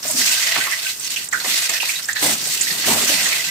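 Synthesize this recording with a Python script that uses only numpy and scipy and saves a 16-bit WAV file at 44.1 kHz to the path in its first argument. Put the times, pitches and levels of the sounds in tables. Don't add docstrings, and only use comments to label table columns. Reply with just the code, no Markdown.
import sys
import numpy as np
from scipy import signal
from scipy.fft import rfft, irfft
from scipy.io import wavfile

SR = 44100
rng = np.random.default_rng(int(sys.argv[2]) if len(sys.argv) > 2 else 0)


def gain_from_db(level_db):
    decades = np.asarray(level_db, float) / 20
    return 10 ** decades


def bounce(signal):
    frames = np.transpose(np.atleast_2d(signal))
    limited = np.clip(frames, -1, 1)
    pcm = np.round(limited * 32767).astype(np.int16)
    wavfile.write(sys.argv[1], SR, pcm)


N = 154350

# t/s, level/dB, tilt toward large bubbles/(dB/octave)
FRYING = [(0, -40, -2), (.13, -21.5, -26), (0.198, -20.5, 1), (.56, -25, 5.5), (.79, -30.5, 4),
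          (0.899, -26, 1), (.97, -38, -3.5), (1.102, -27.5, 1), (1.31, -35.5, -1), (1.55, -23, 3.5),
          (1.9, -29, 3.5), (2.01, -31, -0.5), (2.15, -31, 1), (2.6, -23, -2), (2.822, -28.5, 2.5),
          (3.17, -23, 3.5), (3.33, -23.5, 4), (3.5, -31, 3.5)]


def rms_one(x):
    return x / np.sqrt(np.mean(x ** 2) + 1e-20)


def at_hz(points, hz):
    f, v = np.transpose(points)
    return np.interp(np.log(hz), np.log(f), v)


def drift(rate_hz):
    step = 40
    r = np.exp(-2 * np.pi * step * rate_hz / SR)
    slow = signal.lfilter([1], [1, -2 * r, r * r], rng.standard_normal(N // step + 2002))[2000:]
    return np.interp(np.arange(N) / step, np.arange(len(slow)), rms_one(slow))


def resonate(x, hz, width_hz):
    r = np.exp(-np.pi * width_hz / SR)
    zeros = np.array([1, 0, -1]) * (1 - r * r) / 2
    poles = [1, -2 * r * np.cos(2 * np.pi * hz / SR), r * r]
    return signal.lfilter(zeros, poles, x + 1e-18)


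def filtered(x, order, hz, kind):
    return signal.sosfilt(signal.butter(order, hz, kind, fs=SR, output="sos"), x)


def grains(rate_per_s, spread_db, share):
    sizes = gain_from_db(spread_db * np.minimum(rng.exponential(1, (4, N)), 6)) * rng.choice([-1, 1], (4, N))
    hits = rms_one(sizes * (rng.random((4, N)) < rate_per_s / SR))
    mix = share * hits + (1 - share) * rng.standard_normal((4, N))
    return rms_one(mix).reshape(2, 2, N)


def banded(source, spectrum, shared_db, own_db, tilt_db=0):
    # f/Hz, likeness/(0-1)
    likeness = [(60, 0.96), (240, 1), (950, 0.44), (3770, 0), (15000, 0.05)]
    # f/Hz, left over right/dB
    lean = [(60, -4), (150, 1), (380, 0), (950, -1), (2380, -5.5), (5980, -2.5), (15000, 3)]
    pivot_hz = 5250
    out, power = 0, 0
    together = drift(33) + drift(66)
    lowest, highest = spectrum[0][0], spectrum[-1][0]
    edges = np.geomspace(lowest, highest, int(2.5 * np.log2(highest / lowest)) + 1)
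    for k, (low, high) in enumerate(zip(edges, edges[1:])):
        mid, side = filtered(source[k % 2], 2, [low, high], "band")
        hz = np.sqrt(low * high)
        alike = np.clip(at_hz(likeness, hz), 0, 1)
        level_db = at_hz(spectrum, hz)
        power += gain_from_db(2 * level_db) * (high - low) * 2 / SR
        flicker_db = shared_db * together + own_db * drift(12.4)
        gain = gain_from_db(level_db + flicker_db + tilt_db * min(np.log2(hz / pivot_hz), 0))
        pair = np.sqrt(1 + alike) * mid + np.sqrt(1 - alike) * side * [[1], [-1]]
        out = out + gain * pair * gain_from_db(at_hz(lean, hz) / 2 * np.array([[1], [-1]]))
    return out / np.sqrt(power)


def lulls():
    breaths = [(0.973, .022, 1.5), (1.018, 0.012, 1.5), (1.091, 0.01, -6), (1.16, 0.007, -3.5),
               (1.23, 0.016, -1.5), (1.26, 0.023, -3), (1.296, .015, -16), (1.383, 0.011, -3),
               (1.427, 0.019, -2), (1.685, 0.0084, -5.5), (1.79, 0.011, -3.5), (0.138, 0.023, -4),
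               (2.015, 0.017, -5), (2.063, 0.016, -6), (2.128, .01, -5), (2.145, 0.0096, -11),
               (2.384, 0.029, -4), (2.441, 0.028, -3), (2.518, 0.007, -1), (2.586, .028, -3.5),
               (2.64, 0.026, -2), (2.773, 0.015, -2), (3.09, 0.038, -1)]
    t = np.arange(0, N, 16) / SR
    gain_db = sum(db * np.exp(-((t - s) / half) ** 4) for s, half, db in breaths)
    return np.repeat(gain_from_db(gain_db), 16)[:N]


def ticks():
    snaps = [
        0.263,
        0.3328,
        0.475,
        0.605,
        1.5,
        1.696,
        2.441,
        3.048,
        3.289,
    ]
    ticks_per_s, spread_db, level_db = 400, 4, -7.5
    born = (rng.random(N) < ticks_per_s / SR) * rng.choice([-1, 1], N)
    spread = np.minimum(rng.exponential(1, N), 4)
    loudest = (np.array(snaps) * SR).astype(int)
    born[loudest], spread[loudest] = 1, 5.0
    sizes = gain_from_db(spread_db * spread + 2.5 * rng.standard_normal((2, N)))
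    late = np.array([np.roll(born * sizes[0], 7), born * sizes[1]])
    return gain_from_db(level_db) * rms_one(filtered(late + 1e-18, 2, [2500, 14000], "band"))


def fizz():
    # f/Hz, density/(dB/Hz)
    colour = [(500, -16.5), (1200, -10), (1900, -4.5), (4000, 0.5), (7400, -1.5), (9500, -3), (18500, -13)]
    # f/Hz, width/Hz, level/dB
    pan = [(663, 13, -4.5), (1564, 19, -5), (1830, 30, -19), (1965, 145, -8.5), (2544, 200, -15.5),
           (2920, 33, -34), (4410, 29, -11.5), (5880, 12, -65)]
    hum_db, hum_swing_db = 13.0, 2.5
    s, level_db, size_db = np.transpose(FRYING)
    t = np.arange(N) / SR
    bubbles = grains(rate_per_s=9000, spread_db=2, share=0.79)
    raw = banded(bubbles, colour, shared_db=1.2, own_db=1.7, tilt_db=4.0 - np.interp(t, s, size_db))
    body = sum(gain_from_db(db + hum_db + hum_swing_db * drift(12.6)) * resonate(raw, hz, width_hz)
               for hz, width_hz, db in pan)
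    return gain_from_db(np.interp(t, s, level_db) + 1.5) * lulls() * (raw + body + ticks())


def mist():
    level_db, follows = -33.5, 0.29
    s, frying_db, _ = np.transpose(FRYING)
    vigour_db = np.interp(np.arange(N) / SR, s, frying_db - frying_db.mean())
    hiss = filtered(rng.standard_normal((2, N)), 4, 9000, "high")
    return gain_from_db(level_db + follows * vigour_db + 1.5 * drift(8)) * np.sqrt(lulls()) * rms_one(hiss)


def room_and_flame():
    # f/Hz, density/(dB/Hz)
    colour = [(22, -34), (50, -20), (110, 0.5), (250, -4), (500, -5.5), (1000, -5.5), (2000, -3)]
    return gain_from_db(-50.5) * banded(rng.standard_normal((2, 2, N)), colour, shared_db=1.0, own_db=1.5)


def surges():
    # t/s, level/dB, hold/s, release/s, gurgle level/dB
    rushes = [(0.018, -28, 0.21, .08, -44.5), (0.56, -45, 0.033, 0.028, -42.5),
              (1.024, -60, 0.089, 0.045, -65), (1.098, -39, 0.12, 0.066, -60),
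              (1.315, -37, 0.05, 0.057, -50), (1.453, -24.5, 0.061, 0.059, -46),
              (1.685, -31, 0.014, 0.042, -42.5), (1.867, -24.5, 0.025, 0.035, -59),
              (2.177, -31.5, 0.062, 0.036, -48), (2.21, -18.5, 0.088, 0.057, -32),
              (2.399, -33, 1.2, .1, -48.5), (2.683, -58, .12, .04, -50), (0.835, -32.5, 0.066, .02, -70),
              (2.851, -20.5, 0.07, .1, -31.5), (3.069, -21, 0.022, 0.034, -41.5)]
    # f/Hz, density/(dB/Hz)
    steam_colour = [(900, -17), (2000, 0), (4000, -4.5), (8000, 2), (12500, -2.5), (18500, -5)]
    # f/Hz, density/(dB/Hz)
    gurgle_colour = [(45, -15.5), (110, -9), (250, -0.5), (380, -4), (490, -10.5), (680, -5), (1400, -7.5)]
    attack_s, gurgle_lag_s = 0.023, .004
    t = np.arange(N) / SR
    steam, low = 1e-9, 1e-9
    for s, db, hold_s, release_s, gurgle_db in rushes:
        shape = np.clip((t - s) / attack_s, 0, 1) * np.exp(-np.maximum(t - s - hold_s, 0) / release_s)
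        steam = steam + gain_from_db(db) * shape
        low = low + gain_from_db(gurgle_db) * np.roll(shape, int(gurgle_lag_s * SR))
    hiss = banded(grains(7000, 3.0, share=.6), steam_colour, shared_db=.8, own_db=1.3)
    gurgle = banded(grains(500, 1.25, share=0.55), gurgle_colour, shared_db=-0.5, own_db=4.0)
    return steam * lulls() * hiss + low * gurgle


def bursts(rows, width, t60_s, trim_db, thump_db, pan_db):
    tail_share, snap_s, thump_low_hz = .55, 0.014, 300
    out, n = np.zeros((2, N + SR)), SR // 4
    t = np.arange(n) / SR
    for s, db, hz in rows:
        lumps = np.repeat(rng.uniform(.15, 1, n // 160 + 1), 160)[:n]
        envelope = (tail_share * lumps + np.exp(-t / snap_s)) * gain_from_db(-60 * t / t60_s)
        puff = (rng.standard_normal((2, n)) + 600 / hz * rng.standard_normal(n)) * envelope
        tone = resonate(resonate(puff, hz, width * hz), hz, 1.13 * width * hz)
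        dull = signal.lfilter([.2], [1, -.8], filtered(puff, 2, thump_low_hz, "high"))
        sound = tone / np.abs(tone).max(1, keepdims=True) + gain_from_db(thump_db) * dull / np.abs(dull).max()
        i = int(s * SR)
        out[:, i:i + n] += sound * gain_from_db(db + trim_db + 1 + pan_db / 2 * np.array([[1], [-1]]))
    return out[:, :N]


def spits():
    # t/s, peak/dB, f/Hz
    droplets = [(0.0283, -17, 5340), (0.0796, -11, 8500), (0.332, -13, 8050), (0.9966, -17, 7900),
                (1.046, -15.5, 6250), (1.105, -16, 7100), (1.2426, -17, 9100), (1.2865, -17.5, 7540),
                (1.4002, -19.5, 4000), (1.6935, -11.5, 7500), (1.1608, -18, 6000), (1.3284, -14.5, 7000),
                (.1111, -9.5, 8800), (.7133, -15.5, 7360), (2.029, -23, 5460), (2.054, -18, 7450),
                (2.7826, -16.5, 4100), (2.4409, -18, 6930), (2.0855, -19, 7450), (2.1305, -13.5, 7350),
                (2.1655, -14.5, 3920), (2.193, -17, 6140), (2.4707, -12, 8060), (2.5233, -15, 7700),
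                (2.6105, -7.5, 7400), (2.708, -12, 4510), (2.9938, -14, 4870), (3.078, -11, 5880)]
    return bursts(droplets, width=.3, t60_s=.07, trim_db=-1, thump_db=-41, pan_db=-6)


def glugs():
    # t/s, peak/dB, f/Hz
    gulps = [(.05, -32, 607), (.14, -35, 243), (.56, -15, 920), (.665, -24, 800), (1.33, -28, 705),
             (1.445, -22.5, 615), (1.693, -25, 654), (1.83, -21, 710), (1.41, -31.5, 776),
             (1.99, -29.5, 1100), (2.225, -22.5, 600), (2.875, -27, 577), (2.94, -26, 575),
             (2.088, -28.5, 806), (2.16, -26.5, 1110), (2.72, -38, 910), (2.84, -21.5, 1090),
             (3.1, -32.5, 557)]
    return bursts(gulps, width=1.3, t60_s=.3, trim_db=0, thump_db=-9, pan_db=-2.5)


def blubs():
    # t/s, peak/dB, f/Hz
    bubbles = [(.05, -37, 257), (.05, -28, 625), (.09, -29, 614), (.133, -27, 250), (.14, -33, 610),
               (.175, -30.5, 251), (.225, -39.5, 246), (2.225, -25, 300), (2.26, -26.5, 233),
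               (2.7, -35, 176), (2.875, -28, 258), (2.875, -19, 650), (2.875, -20, 390), (2.91, -18.5, 235),
               (2.925, -20, 740), (2.94, -27, 240), (2.96, -19.5, 605), (3.015, -27, 265), (3.09, -25, 273),
               (3.095, -21, 596), (3.13, -32, 180)]
    return bursts(bubbles, width=0.19, t60_s=0.43, trim_db=-2.5, thump_db=-36, pan_db=0)


def pops():
    # t/s, peak/dB, f/Hz
    pockets = [(0.271, -13.5, 2500), (0.4733, -14.5, 1890), (0.5171, -17, 1890), (0.5566, -14, 2300),
               (0.6128, -14.5, 1970), (0.6687, -20.5, 1155), (0.7167, -13.5, 1950), (0.8664, -16, 2620),
               (1.1609, -13.5, 2740), (1.3254, -11.5, 1840), (1.3326, -10.5, 1516), (1.3521, -17, 1550),
               (1.4448, -20, 1950), (1.693, -20, 1830), (1.7344, -19, 1770), (1.8015, -14, 2680),
               (1.8283, -15.5, 2560), (1.8921, -13, 2330), (1.9917, -27.5, 1800), (2.0862, -9, 1780),
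               (2.1593, -13.5, 1790), (2.6691, -17, 1910), (2.7018, -16.5, 1920), (2.8416, -21, 1860),
               (3.0163, -18, 2790), (3.091, -16.5, 2760), (3.2266, -21, 2740), (3.2571, -15, 1930),
               (3.3242, -10, 2220)]
    return bursts(pockets, width=0.19, t60_s=0.31, trim_db=-1.5, thump_db=-55, pan_db=-6)


def whistles():
    # t/s, peak/dB, f/Hz
    streams = [(1.027, -25, 6100), (1.05, -26, 6250), (1.065, -23, 5440), (1.075, -23.5, 4420),
               (1.192, -27, 4400), (1.955, -19, 3810), (.6, -21, 1544), (.73, -19, 1940), (.85, -24, 1550),
               (1.4, -21.5, 4290), (.3, -23, 1525), (1.745, -21, 1805), (3.2, -19.5, 2020),
               (3.39, -21.5, 2034), (3.44, -17, 2660), (3.48, -19.5, 2040), (2.04, -23, 5400),
               (2.61, -13, 6940), (2.615, -15, 8100)]
    return bursts(streams, width=0.051, t60_s=0.21, trim_db=-1.5, thump_db=-46, pan_db=-6)


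def scene():
    steady = fizz() + mist() + room_and_flame()
    return steady + surges() + spits() + glugs() + blubs() + pops() + whistles()


def low_pass(x):
    return signal.sosfilt(signal.butter(12, 16020, fs=SR, output="sos"), x)


def record(dry):
    # f/Hz, gain/dB
    mic = [(8800, 0.5), (9400, -7), (11500, -2.5)]
    x = irfft(rfft(dry) * gain_from_db(at_hz(mic, np.fft.rfftfreq(N, 1 / SR) + 1)), N)
    rounded = .97 * np.tanh(x / .97)
    mix = signal.sosfilt(signal.cheby2(16, 70, 16250, fs=SR, output="sos"), rounded)
    return low_pass(mix)


dry = scene()
out = record(dry)
bounce(out)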